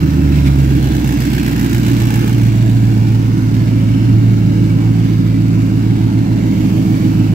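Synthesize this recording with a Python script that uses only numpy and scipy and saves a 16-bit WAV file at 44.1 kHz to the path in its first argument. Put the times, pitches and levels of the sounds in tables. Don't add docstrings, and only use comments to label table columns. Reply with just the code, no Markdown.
import sys
import numpy as np
from scipy import signal
from scipy.fft import rfft, irfft, next_fast_len
from scipy.io import wavfile
from scipy.ndimage import uniform_filter1d, minimum_filter1d, map_coordinates

SR = 44100
rng = np.random.default_rng(int(sys.argv[2]) if len(sys.argv) > 2 else 0)


def wav_record(signal):
    frames = np.transpose(np.atleast_2d(signal))
    bounded = np.clip(frames, -1, 1)
    quanta = np.round(bounded * 32767).astype(np.int16)
    wavfile.write(sys.argv[1], SR, quanta)


N = 323694
CUTOFF_HZ = 15720

# (puff through the leak [dB], rasp in the tailpipe [dB])
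CYLINDERS = [(-10, -7), (1, 0), (-2.5, -1), (3.4, -7), (2, 1), (-1, -8), (1.5, -1), (0, -6)]


def from_db(db):
    return 10 ** (np.asarray(db) / 20)


def rms_one(x):
    return x / np.sqrt(np.mean(x ** 2) + 1e-20)


def at_hz(points, hz):
    f, value = np.transpose(points)
    return np.interp(np.log(np.maximum(hz, 1)), np.log(f), value)


def drift(hz, step=1):
    r = np.exp(-200 * np.pi * hz / SR)
    slow = signal.lfilter([1], [1, -2 * r, r * r], rng.standard_normal(N // 100 + 2002))[2000:]
    return np.interp(np.arange(0, N, step) / 100, np.arange(len(slow)), rms_one(slow))


def held(start_s, end_s, edge_s):
    s = np.arange(N) / SR
    return (np.tanh(2 * (s - start_s) / edge_s) - np.tanh(2 * (s - end_s) / edge_s)) / 2


def resonate(x, hz, width_hz):
    r = np.exp(-np.pi * width_hz / SR)
    feedback = [1, -2 * r * np.cos(2 * np.pi * hz / SR), r * r]
    return signal.lfilter(np.array([1, 0, -1]) * (1 - r * r) / 2, feedback, x)


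def turbulence(spectrum):
    # (frequency [Hz], likeness [0-1])
    likeness = [(100, 1), (400, 0.94), (1000, 0.44), (2000, 0.52), (4000, 0.081), (16000, 0.026)]
    hz = np.linspace(0, SR / 2, next_fast_len(N) // 2 + 1)
    mid, side = rfft(rng.standard_normal((2, 2 * len(hz) - 2)))
    alike = at_hz(likeness, hz)
    pair = np.sqrt(1 + alike) * mid + np.sqrt(1 - alike) * side * [[1], [-1]]
    return rms_one(irfft(pair * from_db(at_hz(spectrum, hz)) * (hz < CUTOFF_HZ))[:, :N])


def beats(count):
    return np.flatnonzero(np.diff(np.floor(count))) + 1


def puffs(count, pattern_db, scatter_db, rise_ms, fall_ms):
    at, kicks = beats(count), np.zeros(N)
    level_db = np.asarray(pattern_db)[count[at].astype(int) % len(pattern_db)]
    kicks[at] = from_db(level_db + scatter_db * rng.standard_normal(len(at)))
    for ms in (rise_ms, fall_ms):
        kicks = signal.lfilter([1], [1, -np.exp(-1000 / (ms * SR))], kicks + 1e-18)
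    return rms_one(kicks)


def crank_rpm(flare, settled_rpm, flare_rpm, sag_from_s, sag_rpm_per_s):
    s = np.arange(N) / SR
    hunt_rpm = 2.8 * np.cos(2 * np.pi * (s - 0.72) / 4.28)
    sag_rpm = sag_rpm_per_s * np.maximum(s - sag_from_s, 0)
    return settled_rpm + flare_rpm * flare + hunt_rpm - sag_rpm


def exhaust_boom(turns, fired, firing_hz, waver_db):
    # (centre [Hz], width [Hz], level [dB])
    peaks = [(70.8, 13.5, -13.5), (114.2, 10.1, -11), (141, 29, -14), (164.5, 10, -22), (212, 98, -32)]
    # (start [s], end [s], change [dB])
    swells_8 = [(0.5, 0.76, 3), (1.1, 1.7, -2), (2.08, 2.336, -2.5), (3.252, 3.424, -3), (4.1, 4.36, 3.5),
                (6.2, 7.05, -1.3), (7.094, 7.4, 3.5)]
    swells_12 = [(4.4, 5.62, 5.9), (7.09, 7.4, 5.7)]
    lope = .02 * np.sin(np.pi * turns) + .028 * np.sin(3 * np.pi * turns)
    lope *= 1 + .45 * drift(3.9)
    slip = .35 * drift(0.41)
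    pulses = fired - 0.313
    boom = 0
    for harmonic, swells, shift in [(1, [], 0), (2, swells_8, lope), (3, swells_12, lope + slip)]:
        hz = harmonic * firing_hz
        peaks_db = [db - 20 * np.log10(1 + (2 * (hz - centre) / width) ** 2)
                    for centre, width, db in peaks]
        swell_db = sum(db * held(start, end, edge_s=0.13) for start, end, db in swells)
        level_db = np.max(peaks_db, axis=0) + swell_db + waver_db * drift(7.8)
        boom += from_db(level_db) * np.cos(2 * np.pi * (harmonic * pulses + shift))
    return np.sqrt(2) * boom


def exhaust_burble(turns, rpm, idle_rpm, wander, wander_hz, stereo_spread):
    # (crank order [cycles per turn], level [dB])
    half_orders = [(5.5, -14), (6.5, -15), (8.5, -5.5), (9, -17), (9.5, -2.5), (10, -11.5), (10.5, -6.5),
                   (11, -11.5), (11.5, -14), (12.5, -8.5), (13, -15.5), (13.5, -3), (14, -7.5), (14.5, -24),
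                   (15, -6.5), (15.5, -9), (16, -16), (16.5, -14.5), (17, -15), (17.5, -10.5), (18, -14),
                   (18.5, -5.5), (19, -8.5), (19.5, -13.5), (20, -5.5), (20.5, -13.5), (21, -22),
                   (21.5, -14.5), (22.5, -11), (23, -6.5), (23.5, -19), (24, -17), (26.5, -22.5), (28, -24),
                   (29.5, -22.5), (32, -24)]
    # (frequency [Hz], gain [dB])
    cabin = [(50, -27), (85, -31.5), (125, -7), (185, -2.5), (215, -3.5), (245, -2), (275, 1), (295, 2),
             (325, -4), (360, -13), (430, -21.5), (500, -42)]
    step = 10
    burble, turns, rpm = 0, turns[::step], rpm[::step]
    for order, db in half_orders:
        colour_db = at_hz(cabin, order * rpm / 60) - at_hz(cabin, order * idle_rpm / 60)
        angle = 2 * np.pi * (order * turns + rng.random())
        angle += 0.74 * drift(0.58, step)
        sway = 1 + wander * (drift(wander_hz, step) + 1j * drift(wander_hz, step))
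        side = stereo_spread * order * (rng.normal() + 1j * rng.normal())
        pair = np.array([[1 + side], [1 - side]])
        burble += from_db(db + colour_db) * (pair * sway * np.exp(1j * angle)).real
    return rms_one(signal.resample_poly(burble, step, 1, axis=1, window=("kaiser", 10))[:, :N])


def cold_lumps(fired, band_hz):
    # (frequency [Hz], width [Hz], level [dB])
    modes = [(94, 23, -6.5), (145, 28, -1), (194.4, 31, -1.5), (223, 5.7, -5.5), (273.5, 20.3, 2),
             (292, 14, 1.5), (318.8, 14.5, 0.5), (404, 53, -13)]
    at, kicks = beats(fired), np.zeros(N)
    kicks[at] = rng.standard_normal(len(at))
    rings = sum((-1) ** k * from_db(db) * resonate(kicks + 1e-18, hz, width)
                for k, (hz, width, db) in enumerate(modes))
    return rms_one(signal.sosfilt(signal.butter(4, band_hz, "band", fs=SR, output="sos"), rings))


def tailpipe_rasp(fired):
    # (frequency [Hz], density [dB])
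    spectrum = [(20, -2), (60, 3.5), (300, -1.5), (390, 4.5), (500, 2.5), (640, 0), (760, 0), (820, -2.5),
                (960, -1), (1150, -12), (1600, -15), (4000, -44)]
    gas = turbulence(spectrum)
    surges = puffs(fired, np.transpose(CYLINDERS)[1], scatter_db=3, rise_ms=1, fall_ms=16)
    return gas * rms_one(2.5 + surges)


def bay_hiss(seated):
    # (frequency [Hz], density [dB])
    spectrum = [(600, -8), (1170, -4), (1340, -0.5), (1430, 0), (1520, 1), (1630, -0.5), (1900, -4),
                (2270, 0), (2480, -5), (2750, -2.5), (3250, -7.5), (4700, -8.5), (8000, -14.5),
                (9300, -21.5), (11800, -16.5), (16000, -17)]
    clatter = rms_one(2 + puffs(seated, [0], scatter_db=3, rise_ms=.4, fall_ms=5))
    return turbulence(spectrum) * clatter


def valve_ticks(seated):
    # (frequency [Hz], density [dB])
    spectrum = [(1000, -15), (2500, 13), (5000, 7), (8000, -9.5), (9400, -19.5), (11800, 5), (16000, 15)]
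    return puffs(seated, [0, -2], scatter_db=2.8, rise_ms=.1, fall_ms=1.8) * turbulence(spectrum)


def leak_opening(open_s, seals_at_s, seal_s, seep_share, seep_s):
    s = np.arange(N) / SR
    sealed_s = np.maximum(s - seals_at_s, 0)
    closing = (1 - seep_share) * np.exp(-sealed_s / seal_s) + seep_share * np.exp(-sealed_s / seep_s)
    return np.minimum(s / open_s, 1) * closing


def leak_spit(fired):
    # (frequency [Hz], density [dB])
    spectrum = [(500, -21), (850, 18), (1200, -31), (1570, 17), (2000, 4.5), (2800, 6.5), (4300, -0.5),
                (7700, 1), (9300, -6), (11800, 0), (16000, 2.5)]
    spits = puffs(fired, np.transpose(CYLINDERS)[0], scatter_db=1.3, rise_ms=1.5, fall_ms=5.6)
    return turbulence(spectrum) * spits


def wheel_rubs(grain_db):
    # (middle [s], half length [s], level [dB])
    rubs = [(0.373, 0.03, -32), (0.471, 0.016, -29), (2.213, 0.011, -31.5), (4.05, 0.043, -41.5),
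            (4.206, 0.017, -50), (5.078, 0.057, -41), (6.645, 0.062, -42), (7.004, .1, -40.5)]
    # (frequency [Hz], density [dB])
    spectrum = [(1000, -20), (1750, -6), (2050, -1), (2300, -0.5), (2900, -8), (3500, -11), (9000, -21.5)]
    s = np.arange(N) / SR
    strokes = sum(from_db(db) * np.exp(-.5 * ((s - middle) / half) ** 2) for middle, half, db in rubs)
    return strokes * from_db(grain_db * drift(80)) * turbulence(spectrum)


def steering_pump(load):
    # (frequency [Hz], density [dB])
    spectrum = [(1000, -12), (2050, -6), (2280, 4.5), (2500, -2), (2900, -2), (3400, -7), (4200, -10),
                (4600, -1), (5000, -6.5), (8000, -10), (9400, -18), (12000, -8.5), (16000, -10)]
    return load * turbulence(spectrum)


def standing_waves(x, depth_db, spacing_hz, change_hz):
    # (frequency [Hz], gain [dB])
    left_colour = [(350, -4), (600, -2.5), (900, -1.5), (1700, 1.5), (2300, 0), (6000, 1), (8000, 6.5),
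                   (9500, 4), (12000, 2), (16000, 6.5)]
    hz, s, bins = signal.stft(x, SR, nperseg=1024)
    place = np.meshgrid(hz / spacing_hz, s * change_hz, indexing="ij")
    field = map_coordinates(rng.standard_normal((600, 80)), place, order=3, mode="wrap")
    colour_db = np.array([.5, -.5])[:, None, None] * at_hz(left_colour, hz)[:, None]
    return signal.istft(bins * from_db(depth_db * field + colour_db), SR)[1][:, :N]


def microphone_pair(left, right, lag_ms, balance_db):
    late = np.interp(np.arange(N) - lag_ms * SR / 1000, np.arange(N), left)
    return np.array([late, right]) * from_db([[-balance_db / 2], [balance_db / 2]])


def scene():
    flare = np.exp(-np.arange(N) / SR / 0.999)
    opening = leak_opening(open_s=1.43, seals_at_s=2.22, seal_s=0.14, seep_share=0.44, seep_s=1.16)
    steering = held(start_s=6.42, end_s=7.3, edge_s=0.22)
    rpm = crank_rpm(flare, settled_rpm=830.55, flare_rpm=342.5, sag_from_s=6.26, sag_rpm_per_s=13.1)
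    turns = np.cumsum(rpm) / (60 * SR) + .017 * drift(1.1)
    fired = 4 * turns + .38

    exhaust = exhaust_boom(turns, fired, firing_hz=4 * rpm / 60, waver_db=0.96)
    burble = exhaust_burble(turns, rpm, idle_rpm=835.3, wander=0.34, wander_hz=0.54, stereo_spread=.0068)
    exhaust = exhaust + from_db(-15 - 4.5 * flare + opening + 1.3 * steering) * burble
    exhaust += from_db(-26.5 + 9 * flare + 5 * opening) * cold_lumps(fired, band_hz=(82, 347.5))

    noises = from_db(-33.5 + 2.5 * flare + 1.5 * steering) * tailpipe_rasp(fired)
    seated = 2 * fired + .17 * drift(25)
    noises += from_db(-35.6 + flare + 5 * opening) * bay_hiss(seated)
    noises += from_db(-59 + 14 * flare + 7 * opening) * valve_ticks(seated)
    noises += from_db(-31) * opening * leak_spit(fired)
    noises += wheel_rubs(grain_db=2.5)
    noises += from_db(-39.5) * steering_pump(steering)
    left, right = exhaust + standing_waves(noises, depth_db=2.06, spacing_hz=108.9, change_hz=4.45)
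    return microphone_pair(left, right, lag_ms=0.395, balance_db=2.5)


def record(dry):
    headroom = np.minimum(1, .98 / (np.abs(dry).max(axis=0) + 1e-9))
    gain = uniform_filter1d(minimum_filter1d(headroom, size=441), size=441)
    fade = signal.windows.tukey(N, .008 * SR / N)
    return signal.sosfilt(signal.ellip(10, .1, 80, CUTOFF_HZ, fs=SR, output="sos"), dry * gain * fade)


dry = scene()
out = record(dry)
wav_record(out)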